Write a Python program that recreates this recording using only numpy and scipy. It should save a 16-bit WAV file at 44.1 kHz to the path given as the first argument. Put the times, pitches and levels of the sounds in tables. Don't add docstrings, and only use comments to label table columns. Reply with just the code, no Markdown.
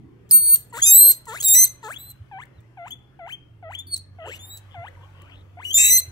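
import sys
import numpy as np
from scipy import signal
from scipy.fft import rfft, irfft, next_fast_len
from scipy.io import wavfile
from scipy.ndimage import uniform_filter1d, minimum_filter1d

SR = 44100
rng = np.random.default_rng(int(sys.argv[2]) if len(sys.argv) > 2 else 0)


def natural_amplitude(level_db):
    exponent = np.asarray(level_db, float) / 20
    return 10 ** exponent


def put_to_file(sound):
    columns = np.atleast_2d(sound).T
    safe = np.clip(columns, -1, 1)
    whole_steps = np.round(safe * 32767)
    wavfile.write(sys.argv[1], SR, whole_steps.astype(np.int16))


N = 269451


def evened(x):
    return x / np.sqrt(np.mean(x ** 2) + 1e-20)


def read(points, hz):
    f, value = np.transpose(points)
    return np.interp(np.log(hz + 1), np.log(f + 1), value)


def slow(hz, size=N):
    return evened(signal.sosfilt(signal.butter(4, hz, fs=SR, output="sos"), rng.standard_normal(size)))


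def gate(start, end, edge):
    t = np.arange(N) / SR
    return np.sin(np.pi / 2 * np.clip(np.minimum(t - start, end - t) / edge, 0, 1)) ** 2


def spells(table, edge):
    return sum(natural_amplitude(db) * gate(start, end, edge) for start, end, db in table)


def shaped(x, gain):
    size = next_fast_len(N + 64)
    return irfft(rfft(x, size) * gain(np.fft.rfftfreq(size, 1 / SR)), size)[..., :N]


def tone(turns, hz, db):
    return np.sqrt(2) * natural_amplitude(db) * np.sin(2 * np.pi * turns) * (hz < 17000)


def patchy(x):
    z = signal.stft(x, nperseg=256)[2]
    field = uniform_filter1d(rng.standard_normal(z.shape), size=5, axis=0)
    field = evened(uniform_filter1d(field, size=14, axis=1))
    return signal.istft(z * natural_amplitude(5 * field), nperseg=256)[1][:N]


# frequency in Hz, level in dB per Hz.
AIR = [(15, -25.5), (30, -22.5), (60, -14.5), (100, 4), (140, -6.5), (170, -11.5), (320, -8.5),
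       (450, -15.5), (800, -22.5), (2000, -27), (3350, -34), (3800, -40), (8000, -46), (16000, -49.5)]
# frequency in Hz, left-right likeness from 0 to 1.
SAME = [(60, 1), (600, 0.25), (8000, 0.087)]
# time in seconds, level in dB.
RUSTLE = [(0, -3.5), (1.502, 3), (2.2, 0.5), (3.499, -4), (4.101, -4.5), (4.302, 5.5), (5.298, 5),
          (5.498, 0.4), (6.11, 4)]


def room_air():
    frames, hz = N // 256 + 5, np.fft.rfftfreq(1024, 1 / SR)
    a, b, c, d, patches = rng.standard_normal((frames, 513, 5)).T
    patches = evened(uniform_filter1d(uniform_filter1d(patches, 3, 0), 22, 1))
    t = np.arange(frames) * 256 / SR
    murmur_db = 8.5 * np.exp(-t / 1) - 3.5
    rustle_db = np.interp(t, *np.transpose(RUSTLE))
    swell_db = np.where(hz[:, None] < 500, murmur_db, rustle_db) * (hz[:, None] > 170)
    same = np.clip(read(SAME, hz), -1, 1)[:, None]
    left = a + 1j * b
    right = same * left + np.sqrt(1 - same ** 2) * (c + 1j * d)
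    z = np.array([left, right]) * natural_amplitude(read(AIR, hz)[:, None] + 3.0 * patches + swell_db)
    return natural_amplitude(-62.5 + 9) * evened(signal.istft(z, nperseg=1024, noverlap=768)[1][:, :N])


# time in seconds, hum in Hz, level in dB.
MOTOR = [
    (0, 123.4, -53.5),
    (3.399, 124.9, -55),
    (3.681, 96, -47.5),
    (4.8, 94.17, -49),
    (6.11, 93.5, -47),
]
# multiple of the hum, level in dB against it.
ORDERS_DB = [(.5, -26), (1.5, -16.5), (3, -26)]


def motor():
    s, hz, db = np.transpose(MOTOR)
    t = np.arange(N) / SR
    hz, db = np.interp(t, s, hz) * (1 + 0.034 * slow(4.4)), np.interp(t, s, db)
    turns = np.cumsum(hz) / SR
    return sum(tone(k * turns, hz, db + rel_db + 1.4 * slow(20.47)) for k, rel_db in [(1, 0)] + ORDERS_DB)


# time in seconds, peak in dB, length in ms.
CLICKS = [(.292, -45.5, 30), (0.304, -37.5, 8.5), (0.561, -33, 35), (1.115, -16.5, 14.2), (1.255, -38, 6.9),
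          (1.407, -25, 2.08), (1.412, -24, 2.15), (1.424, -15.5, 2.6), (1.429, -12, 2.2), (1.432, -17, 1.6),
          (1.439, -20, 4.4), (1.661, -23, 13.3), (2.103, -34.5, 2.7), (2.455, -47, 2.3), (2.604, -57, 8.6),
          (3.866, -61, 2), (3.976, -28, 4.9), (4.574, -28.5, 2.5), (4.583, -40, 7.4), (5.219, -44.5, 3.3),
          (5.642, -44.5, 82), (5.742, -18, 2.2), (6.003, -16.5, 2.6), (6.014, -39, 2.6)]


def clicks(snap):
    t, out = np.arange(N) / SR, np.zeros(N)
    for at, db, ms in CLICKS:
        out += natural_amplitude(db - 6.0) * snap * (t >= at) * np.exp(-np.maximum(t - at, 0) / (ms / 1000))
    return out


FACING_DB_PER_S = 1.04


def whistle(curve, hiss_db, onset_db, close_db, onset_s, root_db=0, root_follow=1, root_mouth=0, third_db=None):
    at, *controls = np.transpose(curve)
    s = np.arange(at[0], at[-1], 1 / 1000)
    hz, db, mouth_db = (np.interp(s, at, c) for c in controls)
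    upper = (db, db + mouth_db) if third_db is None else (db + mouth_db, db + mouth_db + third_db)
    burst_db = onset_db * np.exp((at[0] - s) / onset_s) + close_db * np.exp((s - at[-1]) / 0.059)
    facing_db = FACING_DB_PER_S * s * (root_follow < .8)
    first_db = root_db + facing_db + root_follow * db + root_mouth * mouth_db
    return np.transpose([s, hz, first_db, *upper, db + hiss_db + burst_db])


# time in seconds, pitch in Hz, effort in dB, mouth opening in dB.
PEEPS = [
    [(2.535, 4100, -81.5, -30), (2.575, 4080, -72, -31), (2.6, 3450, -67, -30.5)],
    [(.696, 8665, -56, -43), (.713, 6892, -54.5, -40)],
    [(.3105, 5032, -7.5, 5), (.3135, 4932, -20.5, 7.5)],
    [(1.401, 3198, -40, 4), (1.416, 3342, -37, 14)],
    [(1.961, 3319, -37, -16), (1.978, 3498, -34.5, -23)],
    [(2.906, 2900, -36.5, -19), (2.92, 3376, -37, -7), (2.932, 3443, -35, -30), (2.947, 3392, -46.5, -21)],
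    [(3.323, 3021, -34.5, -16), (3.338, 3203, -33, -27), (3.356, 3179, -43, -39.5)],
    [(3.751, 3112, -25.5, -15), (3.77, 3417, -50.5, -62.5), (3.79, 3445, -33, -7), (3.815, 3612, -38, -22)],
    [(4.351, 2937, -44.5, -15), (4.37, 2960, -50, -5)],
    [(5.651, 2898, -26, -34), (5.667, 2970, -34, -21), (5.697, 2930, -34.5, -14.5),
     (5.714, 3150, -24.5, -20), (5.724, 3190, -30, -18), (5.735, 3295, -37, 17)],
]
# time in seconds, pitch in Hz, effort in dB, mouth opening in dB.
SQUEALS = [
    [(.314, 4355, -13.5, -3.5), (.35, 4410, -12.5, 8.5), (.4, 4395, -23.5, 3), (.47, 4460, -18, -1.5),
     (.548, 4391, -18, 10), (.554, 4400, -32, 9.5), (.559, 4210, -12.5, -16)],
    [(.815, 3200, -33.5, 0), (.825, 3273, -14, -4.5), (.837, 3440, -13.5, -10), (.869, 3726, -19, 2.5),
     (.927, 3787, -10.5, 1), (.953, 3964, -10, 0), (1.009, 4123, -12, 2.5), (1.05, 4151, -14.5, 4.5),
     (1.112, 4193, -18, 7.5), (1.12, 4070, -17, -6)],
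    [(1.436, 3960, -27, -9.5), (1.452, 3800, -19, -3), (1.47, 3732, -18, -3), (1.52, 3692, -14.5, -3),
     (1.55, 3890, -13.5, -3), (1.58, 4042, -18, -8.5), (1.63, 4147, -22.5, -3), (1.65, 4140, -18, 4.5),
     (1.659, 3975, -21, -13)],
    [(5.741, 3580, -15, -13), (5.77, 3580, -14, -23.5), (5.8, 3720, -18.5, -25), (5.85, 3843, -16, -21),
     (5.9, 3946, -20, -3.5), (5.95, 4096, -28.5, 4), (5.965, 4104, -31.5, -9), (5.985, 4039, -19.5, 5),
     (6.0, 4157, -24, 0)],
]
# time in seconds, pitch in Hz, effort in dB, mouth opening in dB.
PIPES = [
    [(1.982, 3740, -55.5, 3), (2.007, 3961, -47, 3), (2.035, 4051, -55, 12), (2.05, 3997, -52, 6),
     (2.075, 4107, -53.5, 4), (2.113, 4096, -50, 8.5), (2.12, 3955, -50, 0)],
    [(3.868, 4500, -53.5, 9), (3.9, 4448, -55, 7), (3.93, 4379, -30.5, -15), (3.945, 4348, -22.5, -28),
     (3.955, 4075, -47.5, -27), (3.967, 4046, -34, -54)],
    [(4.39, 3317, -53.5, 1), (4.42, 3572, -50.5, -5), (4.45, 3614, -46.5, -8), (4.468, 3688, -61, 9),
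     (4.492, 3800, -58, 9), (4.505, 3813, -46, -8), (4.54, 3907, -45, -7), (4.568, 3958, -50.5, -3),
     (4.58, 3813, -51.5, -5.5)],
]
SQUEAL = dict(root_db=-24, root_follow=0.39, root_mouth=-0.045,
              hiss_db=-32, onset_db=15.5, close_db=16.5, onset_s=0.09)
PIPE = dict(root_db=-0.5, root_follow=0.95, root_mouth=-0.033,
            hiss_db=-54, onset_db=40, close_db=51, onset_s=0.0065)
PEEP = dict(third_db=-4, hiss_db=-36, onset_db=8.5, close_db=5, onset_s=.015)


def whistles():
    kinds = [(SQUEALS, SQUEAL), (PIPES, PIPE), (PEEPS, PEEP)]
    return [whistle(curve, **kind) for curves, kind in kinds for curve in curves]


# time in seconds, fundamental in dB, fourth and higher partials in dB.
TONGUE = [(.82, -3, -12), (.86, 1.5, -14), (.89, 0.5, -11), (.915, 2.5, -5), (.945, -1.5, -7), (1.0, 3, -3),
          (1.2, 2.5, -1), (1.4, -0.5, -1.5), (5.7, -0.5, 1), (5.745, -2.5, 7), (5.768, -6, 18),
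          (5.785, -4.5, -3), (5.82, -6.5, -4.5), (5.86, -3.5, -9), (5.9, 2.5, -9)]
# frequency in Hz, level in dB.
UPPER = [(1500, 0), (2300, -5), (3400, -17), (4300, -34), (6200, -42), (8000, -26), (15000, -22)]


def partials(hz, turns, gliding, low_db):
    t = np.arange(N) / SR
    s, *tongue = np.transpose(TONGUE)
    root_db, fourth_db = (np.interp(t, s, c) * (hz > 3000) for c in tongue)
    db1, db2, db3 = low_db
    levels = [db1 + root_db, db2, db3]
    for k in range(4, 9):
        f = k * hz
        nasal_db = -11 * (1 - gliding) * np.exp(-((f - 2720) / 260) ** 2)
        streak_db = (30 - 5 * t) * gliding * (f > 5800)
        tract_db = np.where(hz > 3000, fourth_db, nasal_db + streak_db)
        colour_db = read(UPPER, f) - read(UPPER, np.minimum(3 * hz, f / 2 + 1500))
        levels.append(db3 + tract_db + colour_db - 4 * (k - 3.4))
    out = np.zeros(N)
    for k, db in enumerate(levels, 1):
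        flutter_db = .6 + 1.3 * min(k, 4) * gliding + .6 * (k - 1) * (hz < 1200)
        out += tone(k * turns, k * hz, db + flutter_db * slow(160) - 2.2 * k * gliding)
    return out


# frequency in Hz, level in dB per Hz.
BREATH = [(300, -49.5), (1500, -39), (2600, -27), (3400, -15.5), (4200, 2), (5300, -27.5), (6300, 4),
          (7500, 5.5), (9500, 10), (12000, 0), (14000, -16), (15300, 3)]


def breath(voiced, breath_db, puffs, gliding, snap):
    air = evened(shaped(patchy(rng.standard_normal(N)), lambda f: natural_amplitude(read(BREATH, f))))
    breathing = uniform_filter1d(voiced, size=400, origin=170)
    return breathing * natural_amplitude(breath_db + 2.5 + 1.5 * slow(28)) * puffs * (air + 1.2 * gliding * snap)


# start in seconds, end in seconds, level in dB against the voice.
CHAOS = [(0.317, 0.397, -18), (0.365, 0.508, -27.5), (.82, 0.898, -22), (1.394, 1.416, 0.5),
         (1.425, 1.456, -4), (1.482, 1.497, -11), (1.53, 1.559, -12.5), (5.65, 5.725, 0.5),
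         (5.763, 5.912, -6), (5.91, 5.951, -1)]
# frequency in Hz, level in dB.
SMEAR = [(2800, -38.5), (3800, -14), (4500, -36.5), (5200, -26.5), (5900, -3.5), (9300, 4), (9800, -30),
         (10350, -29), (10800, -8), (12900, -5.5), (13400, -27), (13900, -22.5), (14400, -5.5), (15300, -3)]


def chaos(hz, turns, db):
    slipping = turns + .17 * slow(600)
    overtones = sum(tone(k * slipping, k * hz, db) for k in range(1, 5))
    return shaped(natural_amplitude(-1.0) * patchy(overtones) * spells(CHAOS, 0.016), lambda f: natural_amplitude(read(SMEAR, f)))


def grunt(start, climb, end, rest_hz, end_hz, level_db, slope_db, strain_db, breath_db, climb_db, mouth):
    s = np.arange(start, end, 1 / 1000)
    t, knee_s = s - start, 0.0074
    up = np.logaddexp(0, (s - climb) / knee_s) / np.logaddexp(0, (end - climb) / knee_s)
    scoop = 3.4 * (climb - start) * np.exp(-t / 0.013)
    held = rest_hz * (1 + scoop) + 210 * t
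    hz = held + (end_hz - held) * up ** 1.5
    db = level_db - 6 * np.exp(-t / 0.024)
    step_db = slope_db + strain_db * (rest_hz - 650) - 3 * np.exp(-t / 0.046) - 1 * up
    levels = [db + k * step_db + read(mouth, (k + 1) * hz) for k in range(3)]
    away_db = -10.5 * min(start, 2)
    return np.transpose([s, hz, *levels, breath_db + climb_db * np.log2(hz / held) + away_db])


# start in seconds, climb begins in seconds, end in seconds,
# resting pitch in Hz, end pitch in Hz.
OPEN_GRUNTS = [
    (0.726, 0.766, .81, 888.5, 2250),
    (1.269, 1.324, 1.4, 857, 3144),
    (1.829, 1.88, 1.96, 837, 3564),
]
# start in seconds, climb begins in seconds, end in seconds,
# resting pitch in Hz, end pitch in Hz.
SHUT_GRUNTS = [(2.313, 2.378, 2.44, 747.6, 2126), (2.772, 2.852, 2.885, 669, 1470),
               (3.191, 3.267, 3.322, 655.7, 3063), (3.626, 3.7, 3.75, 629, 2990),
               (4.186, 4.245, 4.35, 626.3, 2928), (4.744, 4.838, 4.89, 668, 2112),
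               (5.571, 5.587, 5.65, 673.6, 2935)]
# frequency in Hz, level in dB.
OPEN = dict(level_db=-35, slope_db=-6.5, strain_db=0, breath_db=-38, climb_db=-1.5, mouth=[(900, -3),
        (1450, 3.5), (1900, -2), (2600, -5), (3300, -12.5), (4300, -18), (9000, -29)])
SHUT = dict(level_db=-40.5, slope_db=-4.5, strain_db=-0.0046, breath_db=-69, climb_db=13, mouth=[(650, 1.75),
        (900, 3.5), (1400, -6.5), (2100, 3), (3000, 1.5), (4300, -18), (5200, -34), (9000, -43)])


def grunts():
    return [grunt(*row, **OPEN) for row in OPEN_GRUNTS] + [grunt(*row, **SHUT) for row in SHUT_GRUNTS]


# start in seconds, end in seconds, level in dB.
RASPS = [(0.726, 0.838, -40.5), (1.265, 1.41, -42), (1.81, 1.951, -48.5), (2.391, 2.455, -60),
         (2.849, 2.924, -53.5), (3.261, 3.335, -53.5), (3.694, 3.777, -54.5), (4.246, 4.401, -51.5),
         (4.851, 4.897, -63), (5.604, 5.662, -57)]
# frequency in Hz, level in dB per Hz.
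RASP = [(1200, -11.5), (2200, -1.5), (2950, -12), (3500, 0), (4200, -4), (4900, -20), (5500, -36),
        (6300, -7.5), (7300, 0), (8500, -12), (9700, -33), (11000, -12), (13400, -22.5), (15000, -14)]


def rasps(puffs):
    hoarse = evened(shaped(patchy(rng.standard_normal(N)), lambda f: natural_amplitude(read(RASP, f))))
    return hoarse * puffs * natural_amplitude(1.5 * slow(65)) * spells(RASPS, 0.048)


# frequency in Hz, level in dB.
THROAT = [(400, -1), (1400, 2), (2050, -19), (2600, -10.5), (4000, -11), (5100, -16.5), (6200, 3.5),
          (8500, 0), (10300, -1.5), (12500, 1), (15000, 1.5)]
# start in seconds, end in seconds, level in dB.
DOUBLING = [(0.733, 0.79, -45), (1.276, 1.36, -44), (1.545, 1.598, -16.5), (1.587, 1.649, -17),
            (1.833, 1.915, -44), (5.898, 5.983, -18)]


def half_pitch_lines(hz, turns):
    t, out = np.arange(N) / SR, np.zeros(N)
    for k in range(4):
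        f = (k + .5) * hz
        facing_db = FACING_DB_PER_S * t * (k == 0) * (hz > 3000)
        out += tone((k + .5) * turns, f, read(THROAT, f) - 11.0 * max(k - 1, 0) * (hz < 3000) + facing_db + slow(70))
    return out * spells(DOUBLING, 0.0099)


# time in
# seconds, pitch in Hz, level in dB, length in seconds.
FUZZY_BANDS = [(0.86, 98, -44, 0.19), (2.213, 99.1, -41, 0.055), (2.574, 92.7, -46.5, 0.11),
               (4.282, 480.4, -41.5, 0.11), (4.261, 1490, -50.5, 0.099), (4.287, 2860, -47.5, 0.24),
               (4.733, 3217, -56, 0.098), (4.8, 105.9, -41.5, 0.085), (5.201, 2910, -59.5, 0.18),
               (6.1, 105, -46, 0.12), (3.13, 1550, -68.5, 0.11), (5.05, 2960, -63, 0.051),
               (5.22, 2100, -51.5, 0.017), (5.334, 2960, -52, 0.093), (5.39, 3400, -66, 0.14),
               (5.27, 2700, -59, .1), (4.954, 2100, -60, 0.017), (5.03, 3100, -59.5, 0.068)]


def fuzzy_bands():
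    t, out = np.arange(N) / SR, np.zeros(N)
    for at, hz, db, length in FUZZY_BANDS:
        fuzz = slow(min(hz / 4, 300))
        out += tone(hz * t, 0, db) * fuzz * gate(at - length / 2, at + length / 2, length / 2)
    return out


# start in seconds, end in seconds, start pitch in Hz, end pitch in Hz,
# level in dB, fuzz in Hz.
SECOND = [(0.851, 0.919, 2472, 2539, -21.5, 10.5), (0.925, 0.973, 2544, 2507, -43.5, 11.2),
          (1.474, 1.499, 2420, 2400, -25.5, 260), (1.529, 1.566, 2444, 2460, -26.5, 160),
          (5.768, 5.912, 2226, 2262, -30.5, 329), (5.766, 5.914, 2596, 2710, -30.5, 68)]
# multiple of the voice, multiple of the second vibration, level in dB.
MIXING = [(0, 1, 3), (1, -1, -36), (0, 2, 5), (1, 1, 0), (1, 2, -2), (2, 1, -3), (2, 2, -4), (3, 1, -4)]


def second_vibration(hz, turns):
    out = np.zeros(N)
    for start, end, from_hz, to_hz, db, fuzz_hz in SECOND:
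        cut = slice(int(start * SR), int(end * SR))
        f = hz[cut]
        g = np.linspace(from_hz, to_hz, len(f))
        beat = np.cumsum(g) / SR
        scream_db = {(0, 2): -44, (2, 1): -44, (0, 1): 12} if start > 5 else {}
        mixed = np.zeros(len(f))
        for m, n, mix_db in MIXING:
            flutter = 1 if fuzz_hz < 30 else slow(fuzz_hz, len(f))
            mix_hz = m * f + n * g
            level_db = mix_db + scream_db.get((m, n), 0) + read(THROAT, mix_hz)
            mixed += flutter * tone(m * turns[cut] + n * beat, mix_hz, level_db)
        out[cut] += natural_amplitude(db) * gate(start, end, 0.018)[cut] * mixed
    return out


# start in seconds, end in seconds, pitch in Hz, level in dB.
WHINE = (5.783, 5.834, 4870, -41)


def whine():
    start, end, hz, db = WHINE
    return tone(hz * np.arange(N) / SR, 0, db + 2.0 * slow(40)) * gate(start, end, 0.025)


# start in seconds, end in seconds, slip in turns, speed in Hz.
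RAGGED = (5.768, 5.905, .04, 240)


def guinea_pig():
    stretches = grunts() + whistles()
    s, *columns = np.concatenate(stretches).T
    order, t = np.argsort(s), np.arange(N) / SR
    hz, *low_db, breath_db = (np.interp(t, s[order], c[order]) for c in columns)
    voiced = sum(gate(rows[0][0] - .001, rows[-1][0] + .002, .003) for rows in stretches).clip(0, 1)
    hz = hz * (1 + .0018 * slow(50) + .0006 * slow(300))
    rise = uniform_filter1d(np.gradient(np.log(hz)), size=400) * SR
    gliding = np.clip(rise / 12, 0, 1)
    turns = np.cumsum(hz * (1 + .035 * gliding * (hz < 3000) * slow(220))) / SR
    start, end, slip, slip_hz = RAGGED
    turns = turns + slip * gate(start, end, .008) * slow(slip_hz)
    puffs = 1 + .6 * np.cos(2 * np.pi * turns)
    snap = evened(shaped(rng.standard_normal(N), lambda f: natural_amplitude(.4 * read(BREATH, f))))
    voice = voiced * partials(hz, turns, gliding, low_db)
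    faults = half_pitch_lines(hz, turns) + second_vibration(hz, turns) + whine() + chaos(hz, turns, low_db[1])
    return voice + faults + breath(voiced, breath_db, puffs, gliding, snap) + rasps(puffs) + clicks(snap)


# frequency in Hz, time to fall 60 dB in seconds.
WALLS = [(500, 0.31), (3300, 0.41), (4200, 0.33), (12000, 0.18)]


def walls(x):
    taps = np.zeros((2, SR // 2))
    slots = np.arange(300, SR // 2 - 20, 20)
    at = slots + rng.integers(0, 20, (2, len(slots)))
    np.put_along_axis(taps, at, rng.choice([-1., 1.], at.shape), 1)
    hz, t, z = signal.stft(taps, SR, nperseg=256)
    tail = signal.istft(z * natural_amplitude(-60 * t / read(WALLS, hz)[:, None]), SR, nperseg=256)[1]
    return natural_amplitude(-18) * signal.fftconvolve(x[None], tail / np.linalg.norm(tail[0]), axes=1)[:, :N]


# time in seconds, pitch in Hz, level in dB.
MUTTER = [(4.945, 446, -67.5), (4.965, 457, -67.5), (5.001, 478.6, -65.5), (5.05, 535, -57.5),
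          (5.075, 547, -76.5), (5.13, 574, -80), (5.155, 557, -64), (5.19, 541, -62), (5.245, 587, -60),
          (5.275, 678, -60.5), (5.305, 1138, -54), (5.33, 1473, -55.5), (5.352, 1850, -61.5),
          (5.385, 1890, -61.5), (5.43, 1820, -66.5)]


def mutter():
    s, hz, db = np.transpose(MUTTER)
    hz, db = (np.interp(np.arange(N) / SR, s, c) for c in (hz, db))
    turns = np.cumsum(hz * (1 + .05 * slow(154))) / SR
    out = np.zeros(N)
    for k, rel_db in [(1, -6.0), (2, 3.5), (4, -11.0)]:
        far_db = -2.5 * k * hz / 1000
        out += tone(k * turns, hz, db + 4.4 * slow(66) + rel_db + far_db)
    return gate(s[0], s[-1], 0.018) * out


def scene():
    pig = guinea_pig()
    return pig + mutter() + walls(pig) + motor() + fuzzy_bands() + room_air()


# band number, 690 Hz wide.
STARVED = [4, 7, 14, 19]
FAVOURED = [2, 3]


def masked(x):
    z = signal.stft(x, nperseg=1024)[2]
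    power = (abs(z[:, :512]) ** 2).reshape(2, 32, 16, -1)
    whim = evened(uniform_filter1d(rng.standard_normal((32, z.shape[2])), size=10, axis=1))
    band = np.arange(32)
    spared = (1. - 2.2 * np.isin(band, STARVED) + np.isin(band, FAVOURED))[:, None]
    loudest = power[:, 2:].max((0, 1, 2))
    keep = natural_amplitude(2 * 7 * (spared + whim / 2)) * power.max(2) > loudest * natural_amplitude(2 * -43)
    keep[:, :2] = True
    z[:, :512] *= np.repeat(keep, 16, axis=1)
    return signal.istft(z, nperseg=1024)[1][:, :N]


def band_limit(x):
    return signal.sosfilt(signal.butter(12, 16440, fs=SR, output="sos"), x)


# frequency in Hz, left lead in radians, left minus right in dB.
PORTS = [(0, 0, -2), (300, .2, -1), (1000, .3, 4), (1500, 1.0, 6), (2200, 3.0, 7), (3300, 4.2, 8),
         (4200, 5.8, 0), (5200, 4.6, -4), (5900, 6.5, -4), (6600, 8.2, -1), (7500, 6.7, 0),
         (16500, -7.9, 0)]


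def record(dry):
    hz, lead, balance_db = np.transpose(PORTS)
    half_db = lambda f: np.interp(f, hz, balance_db) / 2
    left = shaped(dry[0], lambda f: natural_amplitude(half_db(f)) * np.exp(1j * np.interp(f, hz, lead)))
    right = shaped(dry[1], lambda f: natural_amplitude(-half_db(f)))
    edged = shaped(np.array([left, right]), lambda f: natural_amplitude(-np.clip(f - 15650, 0, 800) / 6))
    peak = uniform_filter1d(-minimum_filter1d(-abs(edged).max(0), size=400), size=200)
    return band_limit(masked(edged / np.maximum(peak, 1)))


dry = scene()
out = record(dry)
put_to_file(out)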